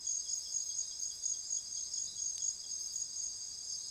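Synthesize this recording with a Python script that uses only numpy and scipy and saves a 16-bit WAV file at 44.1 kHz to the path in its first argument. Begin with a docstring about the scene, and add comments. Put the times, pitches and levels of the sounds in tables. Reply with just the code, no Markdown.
"""Crickets in a dry forest at night

Two near crickets trill, a softer third keeping time with the lower one, as rows of short falling tones.
Around them are fairly steady pips, comb-like buzzing notes, a two-note frog, whistles, and katydid ticks and
noisy rasps. Behind is a far chorus of randomly timed strokes. A twig clicks once as dying modes, the forest
scatters the near sounds, and a small microphone adds shaped noise: hiss, rumble and light gusts."""
import sys
import numpy as np
from scipy import signal
from scipy.fft import rfft, irfft
from scipy.io import wavfile
from scipy.ndimage import uniform_filter1d

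SR = 44100
rng = np.random.default_rng(int(sys.argv[2]) if len(sys.argv) > 2 else 0)


def pcm_store(signal):
    """Save signal as 16-bit PCM."""
    levels = np.round(np.clip(np.atleast_2d(signal), -1, 1) * 32767)
    wavfile.write(sys.argv[1], SR, levels.astype(np.int16).T)


N = 171990  # samples, 3.9 s


def amp(db):
    """Turn dB into an amplitude factor."""
    return 10 ** (np.asarray(db) / 20)


def add(mix, start_s, sound):
    """Lay a sound into the mix, cutting whatever falls outside it."""
    at = round(start_s * SR)
    part = mix[max(at, 0):]
    heard = sound[max(-at, 0):]
    part[:len(heard)] += heard[:len(part)]


def note(length_s, level_db, hz, glide_hz, edge=0.17, bend=1, start_turns=None):
    """A gliding sine with soft ends, peaking 4 dB over level_db; a bend over 1 saves the glide for the end."""
    u = np.arange(0, length_s, 1 / SR) / length_s
    shape = np.sin(np.pi / 2 * np.clip(np.minimum(u, 1 - u) / edge, 0, 1)) ** 2
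    if start_turns is None:
        start_turns = rng.random()
    pitch = hz + glide_hz * (u ** bend - 1 / (1 + bend))  # hz is the mean pitch
    turns = np.cumsum(pitch) / SR + start_turns
    return amp(level_db + 4) * shape * np.sin(2 * np.pi * turns)


# Tilt of the hiss and rumble. Each row: frequency in Hz, relative density in dB per Hz.
HISS_SPECTRUM = [(20, -4), (50, 2), (100, -1.5), (200, -7.5), (600, -10.5), (1500, -15.5), (3000, -18),
                 (9000, -19.5), (15500, -24)]
HISS_DB = -66  # RMS


def microphone_hiss():
    """White noise tilted in the spectrum gives the microphone's hiss and rumble."""
    f, density_db = np.transpose(HISS_SPECTRUM)
    hz = np.fft.rfftfreq(N, 1 / SR)
    tilt = amp(np.interp(np.log(hz + 1), np.log(f), density_db))
    hiss = irfft(rfft(rng.standard_normal(N)) * tilt, N)
    return amp(HISS_DB) * hiss / hiss.std()


# Light air on the microphone. 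Each row: time in seconds, level in dB, joined by straight lines in dB.
GUST_LEVELS = [(1.4, -91), (2.15, -70.5), (2.5, -91), (2.8, -77.5), (3.2, -79.5), (3.6, -76)]


def gusts():
    """Low band noise swells and sinks as air moves over the microphone."""
    s, level_db = np.transpose(GUST_LEVELS)
    band = signal.butter(2, [55, 170], "band", fs=SR, output="sos")
    air = signal.sosfilt(band, rng.standard_normal(N))
    return amp(np.interp(np.arange(N) / SR, s, level_db)) * air / air.std()


# Far chorus, one row for a kind of insect. Each row: pitch in Hz, pitch spread in Hz, glide in Hz,
# stroke length in seconds, mean strokes per second, RMS level in dB.
FAR_KINDS = [(3446, 140, -41, .02, 450, -75), (4036, 250, 8.5, 0.06, 350, -69),
             (4496, 78, -4, .03, 280, -74), (4880, 151.4, 30, 0.026, 600, -54.5),
             (5240, 170, 11, 0.2, 300, -64.5), (5810, 150, -64, 0.037, 1000, -63.5),
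             (6510, 119, -120, 0.015, 690, -49), (7424, 123, -67, 0.01, 1000, -61.5),
             (8076, 225, -69, 0.01, 2500, -60), (10350, 300, -300, 0.016, 1500, -76.5),
             (6330, 500, -100, 0.0013, 1700, -65.5)]


def far_chorus():
    """Many unseen singers: strokes at random moments, pitches spread around each kind's own."""
    out = np.zeros(N)
    for hz, spread_hz, glide_hz, stroke_s, rate, level_db in FAR_KINDS:
        kind = np.zeros(N)
        strikes = rng.random(N) < rate / SR
        sizes = amp(1.3 * rng.standard_normal(N)) * strikes
        singer = rng.integers(0, 16, N)
        for k, z in enumerate(np.linspace(-1.6, 1.6, num=16)):
            stroke = note(stroke_s, 0, hz + spread_hz * z, glide_hz, edge=0.3)
            voice = signal.oaconvolve(sizes * (singer == k), stroke)[:N]
            kind += voice * np.exp(-z * z / 3)  # pitches far from the middle are softer
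        out += amp(level_db) * kind / kind.std()
    return out


# Katydid runs. Each row: start in seconds, length in seconds, tick level in dB before note's lift
# and random unevenness, pitch in Hz.
TICK_RUNS = [(0.241, .2, -67.5, 10400), (0.441, .2, -73, 10040), (0.656, .03, -69, 10430),
             (0.785, .03, -72, 10600), (0.862, .03, -66.5, 10100), (0.986, .03, -68, 10100),
             (1.074, .23, -67, 10470), (1.438, .2, -71, 10040), (1.64, .03, -72, 10500),
             (1.924, .23, -68.5, 10500), (2.348, .03, -73, 10100), (2.496, .03, -68, 10340),
             (2.788, .23, -68, 10440), (3.229, .03, -66, 10350), (3.36, .03, -66.5, 10400),
             (3.646, .24, -67, 10350)]
TICK_PERIOD_S, TICK_S, TICK_GLIDE_HZ = .0353, 0.0186, -650


def katydid_ticks():
    """Runs of short falling tones near 10 kHz, slightly uneven in level."""
    out = np.zeros(N)
    for start, length, level_db, hz in TICK_RUNS:
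        for k, uneven in enumerate(rng.standard_normal(8)):
            if k * TICK_PERIOD_S < length:
                tick = note(TICK_S, level_db + 1.4 * uneven, hz, TICK_GLIDE_HZ)
                add(out, start + k * TICK_PERIOD_S, tick)
    return out


# Katydid rasps. Each row: start in seconds, length in seconds, level in dB before note's lift,
# the fade and the roughness, centre in Hz, width in Hz.
RASP_NOTES = [(.325, 0.17, -68, 13850, 1100), (.455, .17, -71, 14100, 600), (0.598, .16, -69, 14050, 700),
              (.99, 0.087, -66, 13200, 1800), (1.125, .065, -66, 12700, 1800),
              (2.775, .14, -67, 14000, 900), (2.895, 0.14, -67, 14050, 800)]
RASP_FADE_DB = -12  # from start to end


def katydid_rasps():
    """A high tone multiplied by slow noise spreads into a rough band around its pitch."""
    out = np.zeros(N)
    for start, length, level_db, hz, width_hz in RASP_NOTES:
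        tone = note(length, level_db, hz, 30, edge=0.27)
        tone = tone * amp(np.linspace(0, RASP_FADE_DB, num=len(tone)))
        lowpass = signal.butter(2, width_hz / 2, fs=SR, output="sos")
        rough = signal.sosfilt(lowpass, rng.standard_normal(SR // 4))[:len(tone)]
        add(out, start, tone * rough / rough.std())
    return out


# Single whistles. Each row: start in seconds, length in seconds, level in dB before note's lift,
# pitch in Hz, glide in Hz.
WHISTLE_NOTES = [(0.106, 0.039, -68, 7290, -22), (.15, .045, -60, 7330, -14),
                 (1.402, 0.063, -58, 7260, -46), (1.463, 0.041, -52, 7310, -25),
                 (2.45, 0.034, -61, 7170, 12), (2.518, .045, -55.5, 7290, 14),
                 (3.628, 0.12, -57, 7290, -41), (3.75, 0.11, -74, 7240, -60)]


def whistles():
    """Single gliding sines with soft ends."""
    out = np.zeros(N)
    for start, *settings in WHISTLE_NOTES:
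        add(out, start, note(*settings))
    return out


# Modes of the twig. Each row: frequency in Hz, starting level in dB before the band filter,
# time to fall 60 dB in seconds.
TWIG_MODES = [(3900, -29.5, .004), (6300, -26.5, .007), (9500, -33, .004)]
TWIG_S = 2.3804


def twig():
    """One dry click: quickly dying modes with a very short onset, through a broad band filter."""
    out = np.zeros(N)
    t = np.arange(0, .03, 1 / SR)
    modes = sum(amp(db - 60 * t / t60) * np.sin(2 * np.pi * hz * t) for hz, db, t60 in TWIG_MODES)
    add(out, TWIG_S, modes * np.minimum(t / 0.00011, 1))
    band = signal.butter(1, [2200, 12000], "band", fs=SR, output="sos")
    return signal.sosfilt(band, out)


# Frog chirps. Each row: start in seconds, reference level in dB, from which both notes are set.
FROG_CHIRPS = [(0.0582, -56.5), (0.2574, -56), (0.4574, -55.5), (0.6968, -56), (0.9098, -57), (1.1029, -57),
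               (1.3354, -57), (1.5698, -57), (1.7649, -57.5), (1.9664, -57.5), (2.1705, -57.5),
               (2.4044, -56.5), (2.6354, -56.5)]
FROG_HZ, FROG_GLIDE_HZ, FROG_S = 3360, -260, .023
ANSWER_S, ANSWER_DB, FROG_TAIL_S = .026, -11, .055  # delay, relative level and length of the second note


def frog():
    """A short note that falls late, then a softer, lingering second note that dies away."""
    out = np.zeros(N)
    for start, level_db in FROG_CHIRPS:
        chirp = note(FROG_S, level_db - 3, FROG_HZ + FROG_GLIDE_HZ / 6, FROG_GLIDE_HZ, edge=.2, bend=3.)
        add(out, start, chirp)
        tail = note(FROG_TAIL_S, level_db + ANSWER_DB, FROG_HZ + 10, -25, edge=0.048)
        add(out, start + ANSWER_S, tail * amp(np.linspace(2, -14, num=len(tail))))
    return out


# Buzzing notes. Each row: start in seconds, length in seconds, reference level in dB, main line in Hz,
# line spacing in Hz, then the first line below and the line above in dB relative to the main line.
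BUZZ_NOTES = [(.415, .108, -54, 5264, 251, -2, -3), (1.903, .095, -53, 5246, 250, -1, -3),
              (3.678, .097, -56, 5237, 249, 1, 0), (.262, .11, -56, 5337, 253, -1, -8),
              (.88, .12, -59, 5184, 247, -5, -9), (.74, .1, -64, 5334, 251, -5, -3),
              (2.195, .06, -60, 5307, 270, -5, -7), (2.385, .1, -62, 5356, 254, -1, -9),
              (2.815, .1, -62, 5294, 250, -5, -10), (.565, .21, -66.5, 4145, 318, -9, -16),
              (.79, .165, -68, 4085, 317, 0, -14), (1.74, .15, -68, 4139, 320, -7, -5),
              (2.055, .11, -60, 3956, 317, -8, -14), (1.185, .13, -75, 3888, 313, 4, 2),
              (3.77, .14, -66, 4147, 317, -5, -9), (3.77, .13, -68, 4387, 315, -5, -9)]
BUZZ_FLUTTER, BUZZ_EDGE, LOWEST_LINE_HZ = .3, .14, 3550  # flutter depth, soft share of each end, cutoff


def buzzes():
    """A comb of closely spaced lines beats as a buzz, each line fluttering in level by itself."""
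    out = np.zeros(N)
    for start, length, level_db, main_hz, spacing_hz, below_db, above_db in BUZZ_NOTES:
        for k, db in [(-2, 2 * below_db), (-1, below_db), (0, 0.012), (0.84, above_db)]:
            hz = main_hz + k * spacing_hz
            if hz <= LOWEST_LINE_HZ:
                continue
            line = note(length, level_db + db - 1.0, hz, -12, edge=BUZZ_EDGE)
            flutter = uniform_filter1d(rng.standard_normal(SR // 4), size=500)[:len(line)]
            add(out, start, line * (1 + BUZZ_FLUTTER * flutter / flutter.std()))
    return out


# Steady pips, one row for a repeated note; the two rows near 5060 Hz form a quick double pip, a rising
# note then a second. Each row: first pip in seconds, end of the row in seconds, period in seconds,
# pip length in seconds, mean pitch in Hz, glide in Hz, mean level in dB before note's lift.
PIP_ROWS = [(.075, 3.9, .1036, .052, 4700, -20, -53), (-.012, 3.9, .10395, .038, 5055, 120, -52),
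            (.031, 3.9, .10395, .03, 5060, 50, -54.5), (.064, 1.5, .1048, .03, 4830, -30, -56),
            (1.549, 3.9, .1042, .036, 4895, 20, -59), (2.595, 3.9, .104, .042, 4702, -10, -56)]
PIPS_UNEVEN_DB = 1.7


def pips():
    """Rows of one short, clear note, each repeated at a fixed period with small changes of level and pitch."""
    out = np.zeros(N)
    for first, last, period, length, hz, glide_hz, level_db in PIP_ROWS:
        for k, (louder, sharper) in enumerate(rng.standard_normal((40, 2))):
            start = first + k * period
            if start < last:
                pip = note(length, level_db + PIPS_UNEVEN_DB * louder, hz + 6 * sharper, glide_hz)
                add(out, start, pip)
    return out


SWELL_S, FADE_DB, SLIP_TURNS = .06, -2.5, .2  # swell time scale, fade over a trill, random phase slip


def cricket(trills, hz, glide_hz, strokes_per_s, duty, uneven_db):
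    """Each trill is a row of wing strokes: falling tones roughly in phase that swell in and slowly fade."""
    out = np.zeros(N)
    for start, length, level_db in trills:
        first_turns = rng.random()
        for k, (louder, sharper, slip) in enumerate(rng.standard_normal((16, 3))):
            s = round(k / strokes_per_s * SR) / SR
            stroke_db = level_db + uneven_db * louder + FADE_DB * s / length
            stroke = note(duty / strokes_per_s, stroke_db, hz + 8 * sharper, glide_hz, edge=0.33,
                          start_turns=first_turns + hz * s + SLIP_TURNS * slip)
            swell = min(0.55 + s / SWELL_S, 1)
            ending = np.clip((length - s) * strokes_per_s, 0, 1)  # a last, partial stroke is softer
            add(out, start + s, ending * swell * stroke)
    return out


# Trills of the upper and of the lower cricket. Each row: start in seconds, length in seconds,
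# level in dB before note's lift, the swell, the fade and random unevenness.
UPPER_TRILLS = [(.045, 0.14, -37), (.288, 0.1, -36.5), (.517, 0.12, -36.5), (.762, 0.052, -33.5),
                (.99, 0.12, -38), (1.232, 0.11, -34.5), (1.48, 0.11, -36), (1.725, 0.11, -41),
                (1.932, 0.13, -36), (2.155, 0.15, -37.5), (2.397, 0.11, -35.5), (2.69, 0.038, -40),
                (2.933, 0.11, -37.5), (3.153, 0.14, -42), (3.38, 0.13, -49.5), (3.88, 0.072, -43)]
LOWER_TRILLS = [(.06, 0.22, -42.5), (.35, 0.071, -41), (.52, 0.18, -46), (.66, 0.242, -42),
                (.99, 0.065, -38.5), (1.225, 0.19, -43.5), (1.49, 0.099, -46.5), (1.69, 0.19, -42),
                (1.95, .11, -49), (2.185, 0.17, -39.5), (2.42, 0.14, -51), (2.698, 0.2, -42),
                (2.95, 0.078, -54), (3.125, 0.21, -44), (3.4, .15, -53), (3.665, 0.15, -42)]
MATE_DB, MATE_LAG_S = -8.5, 0.011


def near_crickets():
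    """Three pairs of wings, each with its own pitch and stroke rate; a mate follows the lower cricket."""
    mate_trills = [(start + MATE_LAG_S, length, db + MATE_DB) for start, length, db in LOWER_TRILLS]
    upper = cricket(UPPER_TRILLS, hz=6652, glide_hz=-45, strokes_per_s=50, duty=.98, uneven_db=2.8)
    lower = cricket(LOWER_TRILLS, hz=6438, glide_hz=-50, strokes_per_s=38.5, duty=.98, uneven_db=2.5)
    mate = cricket(mate_trills, hz=6340, glide_hz=-260, strokes_per_s=49, duty=.9, uneven_db=3.)
    return upper + lower + mate


FOREST_T60_S, FOREST_DB, TWIG_FOREST_DB = .25, -10, -16  # decay time, echo send of the callers and the twig


def forest(x):
    """Scattering by trunks and leaves: sparse taps of random sign that die away."""
    at = np.arange(200, SR // 2, 40)
    taps = np.zeros(SR // 2 + 40)
    signs = rng.choice([-1., 1.], len(at))
    taps[at + rng.integers(0, 40, len(at))] = signs * amp(-60 * at / SR / FOREST_T60_S)
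    return signal.oaconvolve(x, taps / np.linalg.norm(taps))[:N]


def scene():
    """The far chorus stays dry; near callers and the twig also send echoes into the forest."""
    far = far_chorus()
    near = katydid_ticks() + katydid_rasps() + whistles() + frog() + buzzes() + pips() + near_crickets()
    click = twig()
    echoes = forest(amp(FOREST_DB) * near + amp(TWIG_FOREST_DB) * click)
    return (near + click + far + echoes)[None]


EDGE_HZ = 15690


def record(dry):
    """The microphone adds hiss, rumble and gusts, then a steep lowpass limits the band."""
    wet = dry + microphone_hiss() + gusts()
    lowpass = signal.firwin(1023, EDGE_HZ, window=("kaiser", 9), fs=SR)
    return signal.oaconvolve(wet, lowpass[None], "same")


dry = scene()
out = record(dry)
pcm_store(out)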